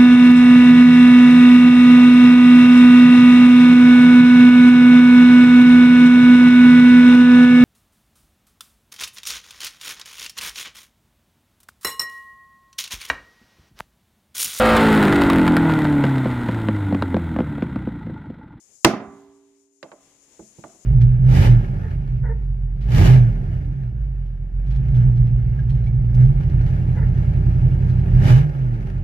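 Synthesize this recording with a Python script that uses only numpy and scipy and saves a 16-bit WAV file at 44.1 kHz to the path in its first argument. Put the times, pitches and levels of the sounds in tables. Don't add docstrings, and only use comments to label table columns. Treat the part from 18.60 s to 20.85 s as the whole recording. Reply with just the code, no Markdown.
import sys
import numpy as np
from scipy import signal
from scipy.fft import rfft, irfft, next_fast_len
from scipy.io import wavfile
from scipy.ndimage import minimum_filter1d, map_coordinates

SR = 44100
rng = np.random.default_rng(int(sys.argv[2]) if len(sys.argv) > 2 else 0)


def put_to_file(sound):
    columns = np.atleast_2d(sound).T
    safe = np.clip(columns, -1, 1)
    whole_steps = np.round(safe * 32767)
    wavfile.write(sys.argv[1], SR, whole_steps.astype(np.int16))


N = 99225
T = np.arange(N) / SR

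# pitch_hz, relative_db
INSECT_TONE = [(2470, -47), (4200, -21), (5310, -10), (5800, -8), (6830, 0.5), (7170, -1), (8220, -12.5),
               (9380, -9.5), (10600, -18), (11700, -23.5), (14100, -23.5), (15500, -33)]
# pitch_hz, left_minus_right_db
INSECT_SIDE = [(3500, 6), (5500, 16), (7000, 21.5), (10000, 10.5), (14000, 3.5)]
# pitch_hz, relative_db
GARDEN_TONE = [(25, 4.5), (90, -3.5), (180, -3), (350, -0.5), (700, -7.5), (1400, -14.5), (2200, -10),
               (4000, -12.5), (9000, -23), (15000, -27.5)]
# start_s, level_db, bass_cut_hz, treble_cut_hz,
# spot_pitch_hz, spot_boost_db, staves_db, hoop_db, yard_db
HITS = [(0.247, 15, 30, 18000, 324, 1.5, -2.5, -1, 2.5),
        (.3350, -7.5, 130, 1160, 205, 11.5, -5.5, -18, -10),
        (.4030, -14, 118.6, 1290, 191, 7.5, -6, -31, -5), (1.2285, -18.5, 110, 5100, 567, 9, -12, 1, -2.5),
        (1.2403, -21, 199, 750, 613, 17.5, -13.5, -26, -20),
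        (1.317, -26, 217, 2200, 587, 9, -24, 1.5, -4.5),
        (1.3285, -26, 295, 700, 586, 14, -10.5, -16, -10.5),
        (1.7930, -24.5, 50, 516, 660, 5, -2.5, -16, -15.5),
        (1.9853, -25, 70, 355, 183, 5.5, -11.5, -8.5, -13), (2.0384, -24, 90, 1300, 647, 5, -6.5, -14, 0),
        (2.146, -42.5, 101, 774, 630, 1, -3.5, -12, -8)]
# pitch_hz, relative_db, fade_s (time to fall 60 dB)
CRACK_BANDS = [(40, -11.5, .13), (120, -6, 0.1), (399.3, -3.5, 0.06), (930, -3.5, 0.075), (1350, 1, 0.028),
               (1700, -7, .04), (2120, -6, .035), (3530, -8, .03), (4797, -10, 0.039), (6100, -9.5, 0.024),
               (8750, -19, .025), (10300, -17.5, 0.017), (14500, -22, 0.0067)]
# pitch_hz, level_db, fade_s
STAVE_NOTES = [(132.4, -22, 0.31), (195.27, -13, 0.23), (218, -17.5, 0.38), (250, -10, 0.11),
               (328, -2, 0.1), (373.4, -16, .24), (448.3, -16.5, .18), (566, -17, .14), (623.6, -21.5, .21),
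               (658.4, -27, .42), (833, -8, 0.083), (1019, -18.5, .05), (1168, -2.5, 0.032),
               (1263.6, -10.5, 0.052), (1504, -7.5, 0.04), (2090, -17, 0.11), (2603, -24.5, 0.043)]
# pitch_hz, level_db, fade_s
HOOP_NOTES = [(279.2, -40.5, 1.92), (396, -38.5, 1.85), (455.5, -56.5, 1.4), (650, -54, 1.5),
              (794, -38, 0.8), (1027, -38.5, 0.82), (1048, -48, 0.79), (1158, -39.5, .8), (1154, -43, 0.83),
              (1284, -43.5, 0.76), (1426, -45.5, 0.69), (1710, -56, .9), (2033, -48, 0.84),
              (2657, -37.5, 0.36), (3170, -38.5, 0.3), (3655, -51, 0.52)]
# pitch_hz, relative_db, fade_s
YARD_BANDS = [(40, -25, 0.58), (84, -16, 0.72), (196, 4, 0.59), (480, -6, .5), (700, 1.5, 0.57),
              (930, -5.5, 0.36), (1220, -3.5, .48), (1650, -9.5, .44), (2120, -10.5, .39), (3730, -17, 0.3),
              (5800, -13.5, 0.26), (8508, -21, 0.16), (10426, -21, .2), (15000, -30, 0.13)]
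# delay_s, level_db
WALL_ECHOES = [(0.057, -25.5), (.16, -42)]
# start_s, level_db
LOW_THUDS = [(0.473, -31), (0.676, -47)]
# pitch_hz, left_minus_right_db
BARREL_SIDE = [(200, -3.6), (700, -4.5), (1600, -4), (4000, -0.5), (10000, -4)]
# pitch_hz, likeness (1 is the same, 0 is unrelated)
EAR_LIKENESS = [(100, 1), (700, 0.77), (1600, 0.51), (3500, 0.028), (9000, 0)]


def amp(db):
    return 10 ** (np.asarray(db) / 20)


def along(points, hz):
    pitches, values = np.transpose(points)
    return np.interp(np.log(hz + 1), np.log(pitches + 1), values)


def filtered(x, response):
    n = x.shape[-1]
    padded = next_fast_len(n + 8192, True)
    return irfft(rfft(x, padded) * response(np.fft.rfftfreq(padded, 1 / SR)), padded)[..., :n]


def lowpass(f, hz):
    return 1 / (1 + np.sqrt(2) * 1j * f / hz - (f / hz) ** 2)


def highpass(f, hz):
    return -(f / hz) ** 2 * lowpass(f, hz)


def delayed(x, start_s):
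    return np.pad(x, ((0, 0), (max(round(start_s * SR), 0), N)))[:, :N]


def panned(x, side):
    def gains(f):
        left_right = amp(along(side, f) * np.array([[.5], [-.5]]))
        return left_right / left_right.mean(0)
    return filtered(x, gains)


def wobble(per_s):
    return map_coordinates(rng.standard_normal(int(N * per_s / SR) + 4), [T * per_s])


def noise(tone, size):
    def colour(f):
        spread = np.arccos(np.clip(along(EAR_LIKENESS, f), -1, 1)) / 2
        return amp(along(tone, f)) * [np.cos(spread), np.sin(spread)]
    middle, side = filtered(rng.standard_normal((2, size)), colour)
    stereo = np.array([middle + side, middle - side])
    return stereo / np.sqrt(np.mean(stereo ** 2) + 1e-20)


def dying_noise(bands, size):
    hz, db, fades = np.transpose(bands)
    spectrum = rfft(noise(np.c_[hz, db], size))
    f = np.fft.rfftfreq(size, 1 / SR)
    out = np.zeros((2, size))
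    for one_band, fade_s in zip(np.eye(len(hz)), fades):
        band = irfft(spectrum * along(np.c_[hz, one_band], f), size)
        out += band * amp(-60 * T[:size] / fade_s)
    return out


def ring(notes):
    out = np.zeros((1, N))
    for hz, db, fade_s in notes:
        t = T[:int(fade_s * SR)]
        out[0, :len(t)] += amp(db - 60 * t / fade_s) * np.sin(2 * np.pi * hz * t)
    return out


def insects(level_db=-56.5, waver_db=2):
    hiss = panned(noise(INSECT_TONE, size=N), INSECT_SIDE)
    return hiss * amp(level_db + waver_db * wobble(per_s=25))


def garden(level_db=-63.5, waver_db=5.5):
    return noise(GARDEN_TONE, size=N) * amp(level_db + waver_db * wobble(per_s=7.5))


def contact(x, bass_hz, treble_hz, spot_hz, spot_db, width_hz=97):
    def colour(f):
        spot = 1j * f * width_hz / (spot_hz ** 2 - f ** 2 + 1j * f * width_hz)
        return highpass(f, bass_hz) * lowpass(f, treble_hz) * (1 + (amp(spot_db) - 1) * spot)
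    return filtered(x, colour)


def knocks(crack_db=-3, hit_samples=4096):
    out, pushes = np.zeros((2, N)), np.zeros((3, N))
    for start_s, db, *colour, staves_db, hoop_db, yard_db in HITS:
        crack = contact(dying_noise(CRACK_BANDS, hit_samples), *colour)
        out += delayed(amp(db + crack_db) * crack, start_s)
        push = contact(signal.unit_impulse(hit_samples), *colour)
        strengths = amp(db + np.array([[staves_db], [hoop_db], [yard_db]]))
        pushes += delayed(strengths * push, start_s)
    for push, ringing in zip(pushes, (staves(), hoop(), yard())):
        out += signal.fftconvolve(push[None], ringing, axes=1)[:, :N]
    return out


def staves(rise_s=.003):
    return ring(STAVE_NOTES) * (1 - np.exp(-T / rise_s))


def hoop():
    return ring(HOOP_NOTES) + shimmer()


def shimmer(count=44, low_hz=856, high_hz=2490, low_db=-54.5, low_fade_s=1.168, scatter_db=4):
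    place, strength = rng.random((count, 2)).T
    ratio = (high_hz / low_hz) ** ((np.arange(count) + place) / count)
    db = low_db - 6 * np.log2(ratio)
    db += scatter_db * (2 * strength - 1)
    fade_s = low_fade_s / ratio ** .33
    return ring(np.c_[low_hz * ratio, db, fade_s])


def yard(level_db=-22.5, rise_s=.006, size=32768):
    return amp(level_db) * dying_noise(YARD_BANDS, size) * (1 - np.exp(-T[:size] / rise_s))


def echoes(direct, treble_cut_hz=1770):
    dull = filtered(direct, lambda f: lowpass(f, treble_cut_hz))
    return sum(amp(db) * delayed(dull, delay_s) for delay_s, db in WALL_ECHOES)


def thuds(pitch_hz=78, peak_s=.0092):
    out = np.zeros(N)
    for start_s, db in LOW_THUDS:
        t = np.maximum(T - start_s, 0)
        swell = (t / peak_s) ** 2 * np.exp(2 - 2 * t / peak_s)
        out += amp(db) * swell * np.sin(2 * np.pi * pitch_hz * t)
    return out


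def barrel(left_lead_s=.000045):
    direct = knocks()
    sound = direct + echoes(direct) + thuds()
    shifted = filtered(sound, lambda f: np.exp(1j * np.pi * f * left_lead_s * np.array([[1], [-1]])))
    return panned(shifted, BARREL_SIDE)


def scene():
    return barrel() + insects() + garden()


def gain_control(x, limit_db=-11, max_cut_db=13.5, react_s=.0025, hold_s=.81, recover_s=.4):
    peak_db = 20 * np.log10(np.abs(x).max(0) + 1e-9)
    cut_db = np.clip(peak_db - limit_db, 0, max_cut_db)
    half = int(hold_s * SR / 2)
    held_db = -minimum_filter1d(-cut_db, 2 * half + 1, origin=half, mode="constant")
    fade = np.exp(-T / recover_s)
    easing_db = np.maximum.accumulate(held_db / fade) * fade
    smoothing = np.exp(-1 / (react_s * SR))
    return x * amp(-signal.lfilter([1 - smoothing], [1, -smoothing], easing_db))


def record(dry, clip_level=.86, bass_cut_hz=51, treble_cut_hz=15500):
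    lowered = gain_control(dry)
    clipped = lowered / (1 + np.abs(lowered / clip_level) ** 6) ** (1 / 6)
    thinned = filtered(clipped, lambda f: highpass(f, bass_cut_hz))
    return filtered(thinned, lambda f: 1 / (1 + (f / treble_cut_hz) ** 100))


dry = scene()
out = record(dry)
put_to_file(out)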